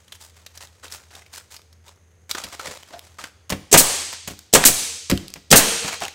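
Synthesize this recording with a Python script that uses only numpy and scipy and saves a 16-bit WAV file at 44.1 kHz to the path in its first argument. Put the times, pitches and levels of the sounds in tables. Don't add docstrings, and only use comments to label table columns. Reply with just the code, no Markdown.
import sys
import numpy as np
from scipy import signal
from scipy.fft import rfft, irfft, next_fast_len
from scipy.io import wavfile
from scipy.ndimage import map_coordinates

SR = 44100
rng = np.random.default_rng(int(sys.argv[2]) if len(sys.argv) > 2 else 0)


def bounce(signal):
    frames = np.transpose(np.atleast_2d(signal))
    limited = np.clip(frames, -1, 1)
    pcm = np.round(limited * 32767).astype(np.int16)
    wavfile.write(sys.argv[1], SR, pcm)


N = 271082
T = np.arange(SR // 2) / SR


def amp(db):
    return 10 ** (np.asarray(db) / 20)


def unit_rms(x):
    return x / np.sqrt(np.mean(x ** 2) + 1e-20)


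def curve_at(points, hz):
    freqs_hz, values = np.transpose(points)
    return np.interp(np.log(hz + 1), np.log(freqs_hz + 1), values)


def filtered(x, response):
    size = next_fast_len(len(x) + min(len(x), SR) // 4)
    return irfft(rfft(x, size) * response(np.fft.rfftfreq(size, 1 / SR)), size)[:len(x)]


def noise(spectrum, tilt_db_oct=0, size=len(T)):
    white = rng.standard_normal(size)
    shaped = filtered(white, lambda hz: amp(curve_at(spectrum, hz) + tilt_db_oct * np.log2(1 + hz / 500)))
    return unit_rms(shaped)


def resonance(centre_hz, width_hz, size=len(T)):
    def bandpass(hz):
        return 1j * hz * width_hz / (centre_hz ** 2 - hz * hz + 1j * hz * width_hz)
    return unit_rms(filtered(rng.standard_normal(size), lambda hz: bandpass(hz) ** 2))


def burst(rise_s, hold_s, t60_s, size=len(T)):
    t = T[:size]
    return (1 - np.exp(-t / rise_s)) * np.exp(-np.log(1000) * np.maximum(t - hold_s, 0) / t60_s)


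def wander(rate_hz, size=len(T)):
    return map_coordinates(rng.standard_normal(size), [np.arange(size) * rate_hz / SR], order=1)


def add(track, start_s, sound):
    part = track[max(round(start_s * SR), 0):][:len(sound)]
    part += sound[:len(part)]


# freq_hz, level_db
AIR_SPECTRUM = [(25, -18.5), (50, -20.5), (80, 10), (120, -3), (190, -6.5), (280, -13), (430, -7.5),
                (600, -12.5), (1000, -19), (2000, -17.5), (3500, -28), (6500, -33), (9000, -28),
                (15500, -39.5)]

def ventilation(hum_hz=82.8):
    hum = amp(-56.5) * np.sin(2 * np.pi * hum_hz * np.arange(N) / SR)
    waver = amp(-63) * resonance(82, 22, size=N)
    air = amp(-59.5) * noise(AIR_SPECTRUM, size=N)
    hiss = amp(-71.5) * resonance(6400, 750, size=N)
    return hum + waver + air + hiss


# freq_hz, t60_s
HALL_DECAY = [(80, 0.28), (300, 0.55), (700, 0.49), (2000, 0.8), (4000, 0.89), (6000, 0.82), (8000, 0.68),
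              (11000, 0.49), (15500, 0.47)]
# freq_hz, gain_db
HALL_TONE = [(60, 6.5), (250, -10.5), (600, -2), (1000, -2.5), (1700, -6.5), (3500, -3.5), (7000, -5),
             (11000, -2), (15500, -14.5)]

def hall(x, build_s=0.21):
    hz, t, spectrum = signal.stft(x, SR, nperseg=256)
    decay = np.exp(-np.log(1000) * t / curve_at(HALL_DECAY, hz)[:, None])
    tail_power = (decay * (1 - np.exp(-t / build_s))) ** 2
    tail_power /= tail_power.sum(axis=1).mean()
    energy = np.abs(signal.fftconvolve(np.abs(spectrum) ** 2, tail_power, axes=1))[:, :len(t)]
    wash = signal.stft(rng.standard_normal(N), SR, nperseg=256)[2]
    tail = wash / wash.std() * np.sqrt(energy) * amp(curve_at(HALL_TONE, hz))[:, None]
    return signal.istft(tail, SR, nperseg=256)[1][:N]


def reflections(x, t60_s):
    echoes = rng.standard_normal(len(T)) ** 3 * burst(0.004, 0.012, t60_s)
    return signal.fftconvolve(x, echoes / np.linalg.norm(echoes))[:N]


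# freq_hz, level_db
GRIT_SPECTRUM = [(120, -16.5), (250, -13), (450, -6), (900, -1), (1800, -2.5), (3000, -3), (7700, 0),
                 (10000, -7), (14500, -12.5), (16000, -11)]
# time_s, level_db
RUSTLE_LEVELS = [(0, -59), (1.502, -65.5), (1.65, -82), (2.27, -74), (2.35, -46), (2.8, -53), (3.25, -61),
                 (3.35, -78)]

def rustle(grain_db=5, grain_rate_hz=250):
    level_db = np.interp(np.arange(N) / SR, *np.transpose(RUSTLE_LEVELS))
    friction = noise(GRIT_SPECTRUM, tilt_db_oct=-2, size=N)
    grain = unit_rms(amp(grain_db * wander(grain_rate_hz, size=N)))
    return amp(level_db) * friction * grain


# start_s, length_s, level_db, tilt_db_oct, ring_hz
STROKES = [(0.119, 0.05, -46.5, 2, 900), (0.196, 0.1, -45.5, 1, 880), (0.354, 0.066, -52.5, -1, 2060),
           (0.541, 0.061, -46, 0, 2120), (0.604, 0.067, -38, -1.5, 1900), (0.828, 0.057, -44.5, -2.5, 1420),
           (0.898, 0.095, -41, 0, 1410), (0.968, 0.093, -54, -3.5, 1430), (1.103, .14, -47.5, -2.5, 795),
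           (1.323, 0.1, -42, 0, 1370), (1.504, 0.099, -45.5, 0, 2970), (1.838, 0.12, -54, -3, 950),
           (2.293, 0.031, -35, 0.5, 5200), (2.37, 0.044, -31, -3, 1350), (2.402, 0.12, -42.5, -5, 1310),
           (2.523, 0.043, -37.5, -3, 2100), (2.592, 0.22, -35.5, -3, 522), (2.915, 0.14, -52.5, -7.5, 670),
           (3.032, 0.083, -52, -1.5, 744), (3.183, 0.12, -41.5, -3, 1300), (4.122, 0.022, -34.5, -2, 1850),
           (4.267, .064, -35.5, -1, 710), (5.829, 0.16, -28.5, -3, 2370), (6.01, 0.069, -27.5, -4.5, 757)]

def scuffs(grain_db=7, grain_rate_hz=380, catch_db=3, catch_rate_hz=70):
    out = np.zeros(N)
    for start_s, length_s, level_db, tilt_db_oct, ring_hz in STROKES:
        grip_db = grain_db * np.tanh(wander(grain_rate_hz)) + catch_db * wander(catch_rate_hz)
        rasp = noise(GRIT_SPECTRUM, tilt_db_oct)
        ring = amp(-15.5 - 2.1 * tilt_db_oct) * resonance(ring_hz, 0.17 * ring_hz)
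        envelope = np.abs(np.sin(np.pi * np.clip(T / length_s, 0, 1) ** 0.57))
        add(out, start_s, amp(level_db) * (rasp + ring) * unit_rms(amp(grip_db)) * envelope)
    return out


def granule_ticks(per_stroke=4, overrun=1.15, centre_hz=2800, spread_oct=1.3, spread_db=4.5):
    out = np.zeros(N)
    for start_s, length_s, level_db, *_ in STROKES:
        for when, weakness, pitch in rng.random((per_stroke, 3)):
            tick = click(centre_hz * 2 ** (spread_oct * (2 * pitch - 1)), t60_s=0.01)
            add(out, start_s + when * length_s * overrun, amp(level_db - spread_db * weakness) * tick)
    return out


# freq_hz, level_db
CLICK_SPECTRUM = [(100, -18.5), (300, -2), (900, -2), (2000, 0), (4000, 1), (7000, -2.5), (10000, -8.5),
                  (14500, -11.5), (16000, -18.5)]

def click(ring_hz, t60_s, ring_boost_db=0, mid_hz=2645, size=SR // 10):
    hardness_oct = np.log2(ring_hz / mid_hz)
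    rise_s = 0.028 * t60_s
    spike = amp(-1) * 0.013 / t60_s * burst(0.0001, 0.000082, 0.0013, size)
    crack = noise(CLICK_SPECTRUM, 2.5 * hardness_oct, size) * (burst(rise_s, 0.00013, t60_s, size) + spike)
    ring = resonance(ring_hz, 0.29 * ring_hz, size) * burst(rise_s, 0.00066, 1.05 * t60_s, size)
    return crack + amp(ring_boost_db - 3 - 3.5 * hardness_oct) * ring


# start_s, level_db, ring_hz
SNAPS = [(0.079, -45.5, 3200), (.1217, -30.5, 3320), (.463, -31.5, 3930), (.574, -33, 5600),
         (.853, -38.5, 2820), (.880, -39.5, 3920), (.922, -27.5, 5440), (1.152, -35.5, 3350),
         (1.219, -43, 2070), (1.262, -45, 2380), (1.337, -34.5, 4460), (1.564, -35.5, 4770),
         (1.727, -48, 5000), (1.88, -40.5, 4030)]

def shingle_snaps():
    out = np.zeros(N)
    for start_s, level_db, ring_hz in SNAPS:
        add(out, start_s, amp(level_db) * click(ring_hz, t60_s=0.031, ring_boost_db=2))
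    return out


# start_s, level_db, ring_hz, t60_s
CLACKS = [(2.3116, -14.5, 4800, 0.024), (2.348, -21.5, 1240, 0.041), (2.437, -24, 4300, 0.049),
          (2.594, -27, 1290, 0.047), (2.674, -30.5, 1850, .025), (2.832, -34.5, 3060, 0.0076),
          (2.907, -40, 610, 0.031), (2.932, -34.5, 657, 0.093), (2.993, -31, 5060, 0.007),
          (3.185, -32, 1220, 0.044), (3.2394, -24, 1700, 0.026), (3.4952, -26, 5800, 0.017),
          (4.391, -29.5, 6140, 0.0089), (4.6391, -5.5, 1700, 0.018), (5.1134, -10, 2420, .009),
          (5.1757, -21, 3100, 0.0095), (5.282, -32.5, 4900, 0.0038), (5.303, -37, 6940, .01),
          (5.3392, -23.5, 4700, .006), (6.019, -24.5, 720, 0.046), (6.051, -20.5, 2840, 0.016),
          (6.081, -24.5, 2020, 0.019)]

def tool_clacks():
    out = np.zeros(N)
    for start_s, level_db, ring_hz, t60_s in CLACKS:
        add(out, start_s, amp(level_db) * click(ring_hz, t60_s))
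    return out


# pitch_hz, level_db, t60_s (before division by damping)
BOARD_MODES = [(62.6, -5, 0.25), (97.8, -5, 0.39), (150, 2.5, 0.2), (198, -2.5, 0.32), (261, 0, 0.21),
               (295.5, -6, 0.3), (341.4, 0.5, 0.16), (401.4, -3, 0.24), (496, -5.5, 0.25), (553.5, 6, 0.17),
               (725, -1, 0.37)]
HARD_REACH_HZ, SOFT_REACH_HZ = 900, 360

def boards(reach_hz, damping=1.4, swing_hz=170):
    scatter = rng.normal(0, [2.5, 0.019, 1.2], (len(BOARD_MODES), 3))
    ring = np.zeros(len(T))
    for (pitch_hz, level_db, t60_s), (scatter_db, detune, phase) in zip(BOARD_MODES, scatter):
        gain = amp(level_db + scatter_db) / np.sqrt(1 + (pitch_hz / reach_hz) ** 6)
        mode = np.sin(2 * np.pi * pitch_hz * (1 + detune) * T + phase)
        ring += gain * mode * burst(0.0015, 0, t60_s / damping)
    onset_rms = np.sqrt(np.mean(ring[:SR // 50] ** 2))
    swing = -np.sin(2 * np.pi * swing_hz * T) * burst(0.0024, 0.0022, 0.06)
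    return ring / onset_rms + amp(3) * swing


# freq_hz, level_db
IMPACT_SPECTRUM = [(50, -13.5), (120, -7), (220, -1), (340, -1.5), (600, 0.5), (1000, -3.5), (1700, -4),
                   (2700, -6), (4500, -13.5), (8000, -17.5), (15500, -28)]

def thud(boards_db, crunch_db, reach_hz):
    wood = amp(boards_db) * boards(reach_hz, damping=1.39)
    crunch = amp(crunch_db) * noise(IMPACT_SPECTRUM) * burst(0.00034, 0.001, 0.072)
    return wood + crunch


# start_s, level_db
BUMPS = [(2.442, -47), (2.676, -44), (5.358, -45), (5.845, -37)]

def bumps():
    out = np.zeros(N)
    for start_s, level_db in BUMPS:
        add(out, start_s, thud(level_db, level_db + 8.5, SOFT_REACH_HZ))
    return out


# start_s, nose_db, weight_delay_s, weight_db, crunch_db
LANDINGS = [(3.501, -18, .021, -26, -19.5), (4.275, -24, 0.032, -41, -43), (5.098, -14.5, .018, -16, -22)]

def nailer_landings():
    out = np.zeros(N)
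    for start_s, nose_db, weight_delay_s, weight_db, crunch_db in LANDINGS:
        add(out, start_s, amp(nose_db) * click(ring_hz=7000, t60_s=0.044))
        add(out, start_s, amp(nose_db) * thud(-16.5, -6.5, SOFT_REACH_HZ))
        add(out, start_s + weight_delay_s, thud(weight_db, crunch_db, SOFT_REACH_HZ))
    return out


# freq_hz, level_db
DRIVER_SPECTRUM = [(50, -34), (120, -1.5), (430, 6.5), (620, -4), (1000, -22), (1800, -12.5), (3000, -8.5),
                   (5000, -7), (6200, 0), (7300, -2), (8400, -1), (9500, -7.5), (15500, -14)]
# centre_hz, width_hz, level_db (relative to the shudder)
AFTER_RING = [(203, 37, -20.5), (466, 25, -14.5), (3184, 160, -15.5)]

def slam(bark_db, boards_db, shudder_db):
    steel = noise(DRIVER_SPECTRUM) * burst(0.00042, 0.0035, 0.079)
    bark = amp(bark_db) * noise(IMPACT_SPECTRUM) * burst(0.0043, 0.0053, 0.091)
    ring = sum(amp(db) * resonance(hz, width_hz) for hz, width_hz, db in AFTER_RING)
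    shudder = noise(IMPACT_SPECTRUM) * burst(0.0047, 0.06, 0.27) + ring * burst(0.01, 0.034, 1.0)
    return steel + bark + amp(shudder_db) * shudder + amp(boards_db) * boards(HARD_REACH_HZ)


# freq_hz, level_db
VALVE_SPECTRUM = [(120, -53), (200, 1), (874, -23), (1840, -23.5), (5390, -7.5), (6470, -14.5),
                  (7900, -4.5), (9830, -19), (15500, -21)]
# freq_hz, level_db
EXHAUST_SPECTRUM = [(100, -30.5), (250, -2.5), (900, -29), (2200, -12), (3500, -13), (4100, -7), (5200, -9),
                    (6300, -3.5), (7300, -4), (8200, -0.5), (9500, -6.5), (12000, -9), (15500, -8.5)]
# fire_s, exhaust_s, valve_lead_s, bark_db, boards_db, shudder_db
SHOTS = [(3.727, 3.7737, 0.013, 2, -12.5, -30), (4.5367, 4.651, 0.0087, -2.5, -17, -24),
         (5.5135, 5.557, .0095, 5, -14, -14)]

def nailer(seat_delay_s=0.0112, recoil_delay_s=0.036, return_delay_s=0.032):
    out = np.zeros(N)
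    for fire_s, exhaust_s, valve_lead_s, bark_db, boards_db, shudder_db in SHOTS:
        hiss = amp(-19.5) * noise(VALVE_SPECTRUM) * burst(0.0011, 0.0089, 0.03)
        add(out, fire_s - valve_lead_s, hiss)
        crack = amp(-0.5) * noise(DRIVER_SPECTRUM) * burst(0.00026, 0.0028, 0.038)
        add(out, fire_s, crack)
        add(out, fire_s + seat_delay_s, slam(bark_db, boards_db, shudder_db))
        nose_recoil = amp(bark_db - 33) * thud(0, 14, HARD_REACH_HZ)
        add(out, fire_s + recoil_delay_s, nose_recoil)
        blast = amp(1.18) * noise(EXHAUST_SPECTRUM) * burst(0.0018, 0.023, 0.083)
        add(out, exhaust_s, blast)
        piston_return = amp(-27.5) * thud(0, 14, HARD_REACH_HZ)
        add(out, exhaust_s + return_delay_s, piston_return)
    return out


def scene():
    shots = nailer()
    handling = nailer_landings() + bumps() + scuffs() + granule_ticks()
    handling += shingle_snaps() + tool_clacks() + rustle()
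    near = amp(-17.5) * reflections(shots, t60_s=0.29) + amp(-12) * reflections(handling, t60_s=0.32)
    far = hall(amp(-12.5) * shots + amp(-18.5) * handling)
    return np.tile(shots + handling + near + far + ventilation(), (2, 1))


def record(dry, knee=4, sag=0.72, offset=0.25, sag_hz=25, coupling_hz=6, lowpass_hz=15900):
    saturated = dry[0] / (1 + np.abs(dry[0]) ** knee) ** (1 / knee)
    load = filtered(saturated ** 2, lambda hz: 1 / (1 + 1j * hz / sag_hz) ** 2)
    sagged = saturated * (1 - sag * load) - offset * load
    coupled = filtered(sagged, lambda hz: 1j * hz / (coupling_hz + 1j * hz))
    out = filtered(coupled, lambda hz: 1 / (1 + (hz / lowpass_hz) ** 160))
    return np.tile(out, (2, 1))


dry = scene()
out = record(dry)
bounce(out)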